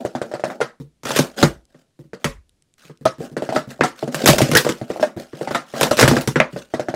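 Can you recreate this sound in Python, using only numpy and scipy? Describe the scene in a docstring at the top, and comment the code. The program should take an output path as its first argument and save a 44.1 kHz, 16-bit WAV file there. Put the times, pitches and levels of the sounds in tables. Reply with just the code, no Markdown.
"""Quick hollow pops, clacks and scrapes: plastic cups stacked into pyramids and swept down at speed.
A caught cup flexes and pops; nesting cups rub, puff out air, crack together and buzz to rest.
One tight cup squeaks. Whole stacks thump a desk through its mat, in a small, quiet room.
The microphone is close, and the hardest blows overload it."""
import sys
import numpy as np
from scipy import signal
from scipy.fft import rfft, irfft, next_fast_len
from scipy.io import wavfile
from scipy.ndimage import uniform_filter1d, map_coordinates

SR = 44100
rng = np.random.default_rng(int(sys.argv[2]) if len(sys.argv) > 2 else 0)


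def master_out(mix):
    """Clip the mix to full scale and print it as 16-bit PCM to the path in sys.argv[1]."""
    frames = np.transpose(np.atleast_2d(mix))
    ceiling = np.clip(frames, -1, 1)
    pcm = np.round(ceiling * 32767).astype(np.int16)
    wavfile.write(sys.argv[1], SR, pcm)


N = 306495
T = np.arange(int(0.4 * SR)) / SR  # time axis of one blow, s

# wall crack spectrum: f/Hz, level/dB
CRACK_SPECTRUM = [(400, -22), (900, 4.5), (1400, -2), (2000, -0.5), (2700, -16), (4000, -23.5), (9000, -64)]
# rim click spectrum: f/Hz, level/dB
RIM_SPECTRUM = [(1000, -43), (2500, 6), (4200, 6.5), (5500, 5.5), (8000, 2), (11000, -1), (15500, -2)]


def clacks():
    """A cup drives home into the next: a puff of trapped air, a hard crack, a thud in the desk."""
    # t/s, wall f/Hz, wall level/dB, rim level/dB, desk level/dB
    blows = [(1.034, 1464, -42, -43.5, -39.5), (1.054, 1400, -30, -34.5, -31.5),
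             (1.106, 1245, -25, -29.5, -31.5), (1.162, 1880, -20.5, -20, -28.5),
             (1.189, 1536, -18, -19, -12), (1.428, 1423, -13.5, -17, -7), (2.244, 1914, -21.5, -24.5, -19),
             (3.809, 1734, -14, -33, -16.5), (4.145, 1860, -26, -27, -27), (4.259, 1500, -14, -13.5, -17.5),
             (4.275, 1183, -16.5, -9, -44), (4.286, 1955, -13, -17, -7.5), (4.3, 1980, -18, -16, -19.5),
             (4.383, 1590, -20.5, -19, -23.5), (4.417, 2240, -22, -21.5, -11),
             (4.515, 2120, -25.5, -27, -15), (4.552, 1395, -16.5, -15.5, -18), (4.57, 2020, -17, -10, -22),
             (4.648, 1450, -25.5, -31.5, -25), (4.691, 1674, -24.5, -29.5, -21),
             (5.811, 1540, -18, -20, -23), (5.831, 1320, -17, -17, -24), (5.97, 1321, -32, -25.5, -33),
             (5.99, 1366, -14, -19, -30.5), (6.01, 1145, -16.5, -18.5, -20), (6.028, 1585, -10, -18.5, -9),
             (6.078, 1640, -15, -17, -12.5), (6.113, 1170, -22.5, -29, -12), (6.167, 1556, -19.5, -28, -18),
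             (6.211, 1500, -40, -30.5, -48), (6.275, 1450, -26, -24.5, -17.5),
             (6.401, 1897, -11, -30.5, -20)]
    out = np.zeros(N)
    for at_s, wall_hz, wall_db, rim_db, desk_db in blows:
        puff_hz = 531.5 * np.exp(0.12 * rng.standard_normal())
        tail = room_tail()
        puff = cup_note(puff_hz, t60_s=0.017, attack_s=0.0022, glide=0.11)
        sound = amp(wall_db - 0.5) * in_room(puff, tail, wet_db=-6.5)
        sound += amp(wall_db - 4.5) * in_room(wall_ring(wall_hz, damping=3.5), tail, wet_db=-10.5)
        spectrum = np.multiply(CRACK_SPECTRUM, [np.sqrt(wall_hz / 1500), 1])  # stiffer cracks higher
        crack = chatter(spectrum, t60_s=0.007, gap_s=0.007, bounce_db=-6, wet_db=0, room_t60_s=0.19)
        sound += amp(wall_db - 2.5) * crack
        click = rim_click(rim_db - wall_db, t60_s=0.0054, gap_s=0.0038, bounce_db=-2.5, wet_db=-3)
        sound += amp(rim_db - 0.37) * click
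        sound += amp(desk_db + 1.5) * in_room(desk_thud(tilt_db_per_oct=-0.8), tail, wet_db=-8.5)
        add(out, at_s, sound)
    return out


def taps():
    """A caught cup flexes once with a snap and a short pop; then its rim settles."""
    # t/s, air f/Hz, air level/dB, wall level/dB, desk level/dB
    catches = [(0.05, 570, -22.5, -32.5, -23.5), (0.151, 730, -27.5, -28.5, -21),
               (0.216, 555, -24, -29.5, -29.5), (0.315, 590, -33, -38.5, -51),
               (0.338, 580, -26, -32, -28.5), (0.352, 710, -40, -37, -48),
               (0.396, 580, -33.5, -39.5, -47.5), (0.438, 615, -20, -25.5, -24),
               (0.501, 610, -37, -31, -40), (0.604, 586, -24, -35.5, -33), (1.745, 590, -59, -53.5, -43),
               (2.133, 508, -35, -36.5, -33.5), (2.897, 490, -48, -48.5, -34.5),
               (3.205, 508, -33.5, -49, -26.5), (3.367, 512, -24.5, -28, -21),
               (3.422, 554, -23.5, -36, -23), (3.49, 700, -26.5, -27.5, -22), (3.525, 673, -24.5, -35, -56),
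               (3.793, 640, -38, -59, -30), (4.027, 670, -25.5, -36.5, -19),
               (4.077, 530, -27, -37.5, -19.5), (4.237, 490, -32, -53, -16.5), (4.335, 600, -21, -49, -27),
               (4.406, 616, -17, -33, -46), (4.49, 546, -39, -51, -18.5), (4.534, 510, -23.5, -27, -23.5),
               (4.666, 518, -17.5, -27, -45), (4.814, 640, -32, -39.5, -22.5),
               (4.902, 530, -25, -32.5, -24), (4.961, 670, -31, -62, -36), (4.997, 615, -30, -34, -27.5),
               (5.173, 600, -36, -42, -45), (5.332, 510, -43.5, -42.5, -28.5),
               (5.412, 535, -27.5, -38, -22), (5.474, 807, -27.5, -28.5, -26),
               (5.509, 580, -28.5, -25.5, -25), (5.738, 560, -32, -29, -28),
               (6.358, 496, -21.5, -14.5, -10.5), (6.562, 550, -28, -35.5, -27),
               (6.738, 684, -25, -26, -18), (6.796, 592, -21.5, -30, -25), (6.885, 690, -26.5, -29, -20.5),
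               (6.94, 616, -25, -30, -27)]
    out = np.zeros(N)
    for at_s, air_hz, air_db, wall_db, desk_db in catches:
        tail = room_tail()
        pop = burst(cup_note(air_hz, t60_s=0.012, attack_s=0.00073, glide=0.02))
        after_ring = burst(cup_note(air_hz, t60_s=0.026, attack_s=0.0024, glide=0.017))
        add(pop, 0.0065, amp(-8.5) * after_ring)
        sound = amp(air_db + 2.5) * in_room(pop, tail, wet_db=-9)
        snap = cup_note(1450 * rng.uniform(0.73, 1.044), t60_s=0.0043, attack_s=0.00036, glide=0.02)
        sound += amp(wall_db - 5.5) * in_room(snap, tail, wet_db=-1)
        sound += amp(wall_db - 5) * chatter(
            CRACK_SPECTRUM, t60_s=0.007, gap_s=0.004, bounce_db=-5, wet_db=0, room_t60_s=0.14)
        rim_db = (air_db + wall_db) / 2 - 12.5
        click = rim_click(rim_db - wall_db, t60_s=0.008, gap_s=0.005, bounce_db=-1, wet_db=-3)
        add(sound, 0.001, amp(rim_db) * click)
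        sound += amp(desk_db - 2.5) * in_room(desk_thud(tilt_db_per_oct=4), tail, wet_db=-9)
        add(out, at_s, sound)
    return out


def settles():
    """A cup lands on others and rocks on its rim; quick rebounds feed its air note and its wall."""
    # t/s, air f/Hz, air level/dB, wall f/Hz, wall level/dB, rim level/dB, desk level/dB
    landings = [(0.611, 478, -20, 1430, -20.5, -33.5, -31.5), (3.054, 644, -12.5, 1280, -20, -30, -22),
                (3.561, 629, -17.5, 1299, -20.5, -31.5, -24), (3.835, 747, -18, 1360, -19.5, -28, -23.5),
                (5.026, 614, -14, 1625, -24, -33.5, -36), (5.547, 693, -23.5, 1380, -17.5, -29, -25),
                (5.911, 623, -15.5, 1287, -21, -26, -18)]
    out = np.zeros(N)
    for at_s, air_hz, air_db, wall_hz, wall_db, rim_db, desk_db in landings:
        tail = room_tail()
        air_note = cup_note(air_hz, t60_s=0.075, attack_s=0.007, glide=0.04)
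        sound = amp(air_db) * in_room(air_note, tail, wet_db=-14)
        rebounds_s = np.cumsum(0.0045 * rng.uniform(0.44, 1.6, size=4))
        for k, delay_s in enumerate(rebounds_s):
            puff = cup_note(air_hz * rng.uniform(0.9, 1.06), t60_s=0.01, attack_s=0.00047, glide=0.05)
            add(sound, delay_s, amp(air_db - 6 - 2.4 * k) * burst(puff))
        wall_note = cup_note(wall_hz, t60_s=0.048, attack_s=0.004, glide=0.07)
        sound += amp(wall_db - 3) * in_room(wall_note, tail, wet_db=-14)
        sound += amp(wall_db - 5) * in_room(wall_ring(wall_hz, damping=1.8), tail, wet_db=-2)
        sound += amp(wall_db - 5.5) * chatter(
            CRACK_SPECTRUM, t60_s=0.017, gap_s=0.0074, bounce_db=-1.5, wet_db=-5.5, room_t60_s=0.25)
        click = rim_click(rim_db - wall_db, t60_s=0.0074, gap_s=0.0024, bounce_db=-0.4, wet_db=2)
        sound += amp(rim_db + 2.5) * click
        sound += amp(desk_db + 1.5) * in_room(desk_thud(tilt_db_per_oct=2.5), tail, wet_db=-6)
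        add(out, at_s, sound)
    return out


def cup_note(hz, t60_s, attack_s, glide):
    """One resonance of a cup and its air; it drops as the gap closes. A small cup radiates no bass."""
    pitch_hz = hz * (1 + glide * (np.exp(-T / 0.0078) - 0.5))
    phase = 2 * np.pi * np.cumsum(pitch_hz) / SR
    ring = -np.sin(phase) * fade(t60_s) * (1 - np.exp(-T / attack_s))
    return butterworth(ring, 190, "high")


def wall_ring(wall_hz, damping):
    """The thin wall rings briefly, with new mode strengths at each blow."""
    # f/wall_hz, level/dB, t60/s at damping 1
    modes = [(0.721, -3, .05), (0.882, -5.5, 0.13), (1.001, 0.5, 0.083), (1.129, -6, 0.084),
             (1.309, -6.5, 0.095), (1.499, -2, 0.062), (1.817, -12, 0.049)]
    ring = np.zeros(len(T))
    for ratio, db, t60_s in modes:
        gain = amp(db + rng.normal(0, 1.2))
        hz = wall_hz * ratio * rng.normal(1, 0.014)
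        ring += gain * np.sin(2 * np.pi * (hz * T + rng.random())) * fade(t60_s / damping)
    return burst(ring * (1 - np.exp(-T / 0.00057)))


def rim_click(hardness_db, t60_s, gap_s, bounce_db, wet_db):
    """The rim clicks and rebounds; a harder contact reaches further into the treble."""
    click = chatter(RIM_SPECTRUM, t60_s, gap_s, bounce_db, wet_db, room_t60_s=0.19)
    corner_hz = np.clip(13000 * 2 ** (hardness_db / 15), 6000, 0.45 * SR)
    return burst(butterworth(click, corner_hz, "low"))


def chatter(spectrum, t60_s, gap_s, bounce_db, wet_db, room_t60_s):
    """A crack, three rebounds at uneven gaps, and their diffuse wash in the room."""
    power = fade(t60_s) ** 2
    rebounds_s = np.cumsum(gap_s * rng.uniform(0.77, 1.1, size=3))
    for k, delay_s in enumerate(rebounds_s, start=1):
        rebound = fade(t60_s) * amp(bounce_db * k + rng.normal(0, 0.57))
        add(power, delay_s, rebound ** 2)
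    pole = amp(-120 / (room_t60_s * SR))
    wash = signal.lfilter([1 - pole], [1, -pole], power)
    envelope = np.sqrt(power + amp(wet_db) ** 2 * wash)
    return burst(coloured(shell_noise(len(T)) * envelope, spectrum))


def shell_noise(samples, depth_db=3.2):
    """Noise in which brief shell resonances stand out as the contact point moves."""
    bins = signal.stft(rng.standard_normal(samples), nperseg=256)[2]
    patches = uniform_filter1d(rng.standard_normal(bins.shape), size=3, axis=0)
    patches = uniform_filter1d(patches, size=7, axis=1)
    return signal.istft(bins * amp(depth_db * unit(patches)), nperseg=256)[1][:samples]


def desk_thud(tilt_db_per_oct):
    """The desk top thuds under the soft mat; heavy blows tilt toward its low modes."""
    # f/Hz, level/dB, t60/s
    modes = [(61.7, -25, 0.52), (81, -28.5, 0.096), (133.5, 0, 0.11), (151.1, 4.5, 0.1), (189, -5, 0.099),
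             (245, 1.5, 0.099), (335.6, 3, 0.052), (455, -2.5, 0.057), (547.7, -4.5, 0.081)]
    ring = np.zeros(len(T))
    for k, (hz, db, t60_s) in enumerate(modes):
        gain = amp(db + tilt_db_per_oct * np.log2(hz) + rng.normal(0, 3.7))
        ring += (-1) ** k * gain * np.sin(2 * np.pi * hz * rng.normal(1, 0.01) * T) * fade(t60_s)
    push = np.sin(2 * np.pi * 145 * T) * fade(0.04)  # the whole top moves at once
    thud = burst(ring) + amp(-10.5) * burst(push)
    return burst(butterworth(thud, 85, "high"))


def sliding():
    """Plastic sticks and slips on plastic; the grains hiss and stir the air in the cups."""
    # t/s, length/s, scrape level/dB, hollow level/dB
    slides = [(0, 0.005, -45, -29), (0.09, 0.099, -56, -44), (0.23, 0.068, -52, -40),
              (0.45, 0.052, -41.5, -28.5), (0.6, 0.02, -52, -38), (1.044, .15, -22.5, -25.5),
              (1.313, .07, -59, -54.5), (1.364, 0.056, -23, -22), (1.681, 0.132, -62.5, -62),
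              (2.197, 0.056, -50, -50), (2.775, 0.082, -45.5, -57), (3.19, 0.053, -41, -34.5),
              (3.41, 0.039, -42.5, -42), (3.513, 0.033, -32, -22), (3.683, 0.018, -38, -39),
              (3.952, 0.067, -40, -47.5), (4.11, 0.24, -26.5, -23), (4.394, 0.17, -26.5, -27),
              (4.661, 0.036, -28.5, -39), (4.774, .2, -44.5, -38.5), (5.004, 0.015, -31.5, -22.5),
              (5.181, 0.021, -36.5, -35), (5.272, 0.05, -54, -71), (5.344, 0.21, -38.5, -34.5),
              (5.658, 0.15, -40.5, -50), (5.75, 0.095, -28.5, -24.5), (5.966, 0.048, -13.5, -16),
              (6.085, 0.071, -28, -21.5), (6.497, 0.098, -43.5, -48.5), (6.68, 0.072, -51.5, -54),
              (6.774, 0.32, -53.5, -40)]
    scrape_gain, hollow_gain = np.zeros((2, N))
    for at_s, length_s, scrape_db, hollow_db in slides:
        scrape_gain += amp(scrape_db) * stroke(at_s, length_s, fall_db_per_s=267)
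        hollow_gain += amp(hollow_db) * stroke(at_s, length_s, fall_db_per_s=238)
    grip_db = 3.8 * wobble(170)
    slips = shell_noise(N) * amp(grip_db + 3.2 * wobble(900))
    stirred_air = rng.standard_normal(N) * amp(grip_db)
    # rubbed plastic and cup cavity: f/Hz, level/dB
    scrape_spectrum = [(300, -27), (900, 0), (1500, 11.5), (2100, 4), (2900, 6), (5000, 3.5), (8000, -1),
                       (11000, -8), (15500, -11.5)]
    hollow_spectrum = [(50, -37), (100, -26.5), (140, -14), (200, 7.5), (340, -3), (450, 0), (610, 4),
                       (780, -0.5), (1000, -22), (2000, -43)]
    scrape = amp(-1.5) * scrape_gain * unit(coloured(slips, scrape_spectrum))
    hollow = hollow_gain * unit(coloured(stirred_air, hollow_spectrum))
    return reverberate(scrape + hollow, room_tail(), wet_db=-7.5)


def stroke(at_s, length_s, fall_db_per_s, attack_s=0.012, swell_db=9.5):
    """Gain of one slide: contact, a swell as the cups tighten, a steady fall once they stop."""
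    t = np.arange(N) / SR - at_s
    contact = np.clip(t / attack_s, 0, 1)
    to_go = np.clip(1 - t / length_s, 0, 1)
    return contact * amp(-swell_db * to_go - fall_db_per_s * np.maximum(t - length_s, 0))


def squeak():
    """Regular stick and slip, quickening as a tight cup wedges in."""
    # t/s, f/Hz, level/dB
    contour = [(4.543, 1307, -39), (4.551, 1460, -2), (4.558, 1472, -11.5), (4.565, 1728, 5.5),
               (4.564, 1867, -3), (4.594, 2000, -27), (4.604, 2204, -42)]
    times_s, hz, db = np.transpose(contour)
    t = times_s[0] + T
    phase = 2 * np.pi * np.cumsum(np.interp(t, times_s, hz)) / SR
    envelope = amp(np.interp(t, times_s, db, right=-120) - 4.5)
    tone = envelope * (np.sin(phase) + amp(-17) * np.sin(2 * phase))
    out = np.zeros(N)
    add(out, times_s[0], reverberate(tone, room_tail(), wet_db=-9.5))
    return out


def set_downs():
    """The mat cushions a stack put down softly: mostly desk, with a trace of cup."""
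    # t/s, level/dB
    landings = [(0.8, -21.5), (1.991, -28.5), (2.04, -38), (2.847, -40), (3.011, -28.5), (3.183, -22),
                (3.314, -26.5), (3.674, -23.5), (5.165, -18.5), (6.53, -21.5)]
    out = np.zeros(N)
    for at_s, db in landings:
        touch = chatter(CRACK_SPECTRUM, 0.012, gap_s=0.008, bounce_db=-3, wet_db=-2, room_t60_s=0.18)
        graze = chatter(RIM_SPECTRUM, 0.02, gap_s=0.008, bounce_db=-1, wet_db=-2, room_t60_s=0.18)
        thud = in_room(desk_thud(tilt_db_per_oct=-5), room_tail(), wet_db=-2.5)
        add(out, at_s, amp(db - 8) * (thud + amp(-24) * touch + amp(-24.5) * graze))
    return out


def booms():
    """A stack lands under the hands' weight and stirs the low modes of desk and room."""
    # t/s, level/dB
    landings = [(1.433, -39), (2.248, -40.5), (4.291, -38), (6.028, -32)]
    # span of those modes: low f/Hz, high f/Hz
    band_hz = [40, 72]
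    out = np.zeros(N)
    for at_s, db in landings:
        rumble = butterworth(rng.standard_normal(len(T)) * fade(0.36), band_hz, "band")
        add(out, at_s, amp(db + 9.5) * burst(rumble))
    return out


def room_tail(gap_s=0.0034):
    """Room impulse response of energy 1, silent until the nearest wall answers."""
    # f/Hz, t60/s
    decay_times = [(100, 0.07), (300, 0.23), (700, 0.15), (1400, 0.2), (4000, 0.024), (8000, 0.13),
                   (15000, 0.11)]
    hz, t, bins = signal.stft(rng.standard_normal(len(T)), SR, nperseg=256)
    decay = amp(-60 * t / along(decay_times, hz)[:, None])
    tail = signal.istft(bins * decay, SR, nperseg=256)[1][:len(T)]
    tail *= T > gap_s
    return tail / np.linalg.norm(tail)


def reverberate(x, tail, wet_db):
    """Direct sound plus the room's reflections."""
    return x + amp(wet_db) * signal.fftconvolve(x, tail)[:len(x)]


def in_room(x, tail, wet_db):
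    """A blow and its reverberation, scaled to one burst."""
    return burst(reverberate(x, tail, wet_db))


def background(floor_db=-69, tick_peak_db=-41.5):
    """Quiet room noise, with faint dry ticks while the hands rest."""
    # f/Hz, level/dB
    floor_spectrum = [(25, -6), (60, -10), (140, -4), (400, -13.5), (1000, -26), (4000, -26), (10000, -30),
                      (15700, -47.5)]
    # t/s
    ticks_s = [1.6535, 2.494, 2.6232, 2.7395, 2.974]
    noise = filtered(rng.standard_normal(N), lambda hz: amp(along(floor_spectrum, hz)))
    out = amp(floor_db) * unit(noise)
    for at_s in ticks_s:
        tick = butterworth(rng.standard_normal(len(T)) * fade(0.0051), [2200, 9000], "band", order=3)
        add(out, at_s, amp(tick_peak_db) * tick / abs(tick).max())
    return out


def amp(db):
    """Decibels to gain."""
    return 10 ** (np.asarray(db) / 20)


def unit(x):
    """x at rms 1."""
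    return x / np.sqrt(np.mean(x ** 2) + 1e-20)


def burst(x):
    """x scaled to the energy of 20 ms at rms 1."""
    return x / np.sqrt(np.sum(x ** 2) / (0.02 * SR) + 1e-20)


def fade(t60_s):
    """Exponential decay over T."""
    return amp(-60 * T / t60_s)


def wobble(rate_hz):
    """Smooth random curve with knots at rate_hz."""
    knots = rng.standard_normal(int(N * rate_hz / SR) + 4)
    return map_coordinates(knots, [np.arange(N) * rate_hz / SR])


def along(points, hz):
    """(f/Hz, value) points interpolated on a log axis."""
    knots_hz, values = np.transpose(points)
    return np.interp(np.log(hz + 1), np.log(knots_hz), values)


def butterworth(x, corner_hz, kind, order=2):
    """Causal low, high or band pass."""
    return signal.sosfilt(signal.butter(order, corner_hz, kind, fs=SR, output="sos"), x)


def filtered(x, response):
    """Zero-phase filter with gain response(hz)."""
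    size = next_fast_len(len(x) + 8192)
    return irfft(rfft(x, size) * response(np.fft.rfftfreq(size, 1 / SR)), size)[:len(x)]


def coloured(x, spectrum, size=2048):
    """Minimum-phase filter with the given spectrum."""
    gain = amp(along(spectrum, np.fft.rfftfreq(size, 1 / SR)))
    cepstrum = irfft(np.log(gain))
    cepstrum[1:size // 2] *= 2
    cepstrum[size // 2 + 1:] = 0
    return signal.fftconvolve(x, irfft(np.exp(rfft(cepstrum))))[:len(x)]


def add(track, at_s, sound):
    """Mix sound into track in place."""
    part = track[max(0, round(at_s * SR)):][:len(sound)]
    part += sound[:len(part)]


def scene():
    """Cups, desk and room at one microphone."""
    blows = taps() + clacks() + settles() + set_downs() + booms()
    return (blows + squeak() + sliding() + background())[None]


def record(dry):
    """The loudest peaks clip flat; the band ends steeply."""
    top_hz, edge_hz = 15800, 400
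    clipped = np.clip(dry[0], -1, 1)
    return filtered(clipped, lambda hz: np.clip((top_hz - hz) / edge_hz + 0.5, 0, 1))[None]


dry = scene()
out = record(dry)
master_out(out)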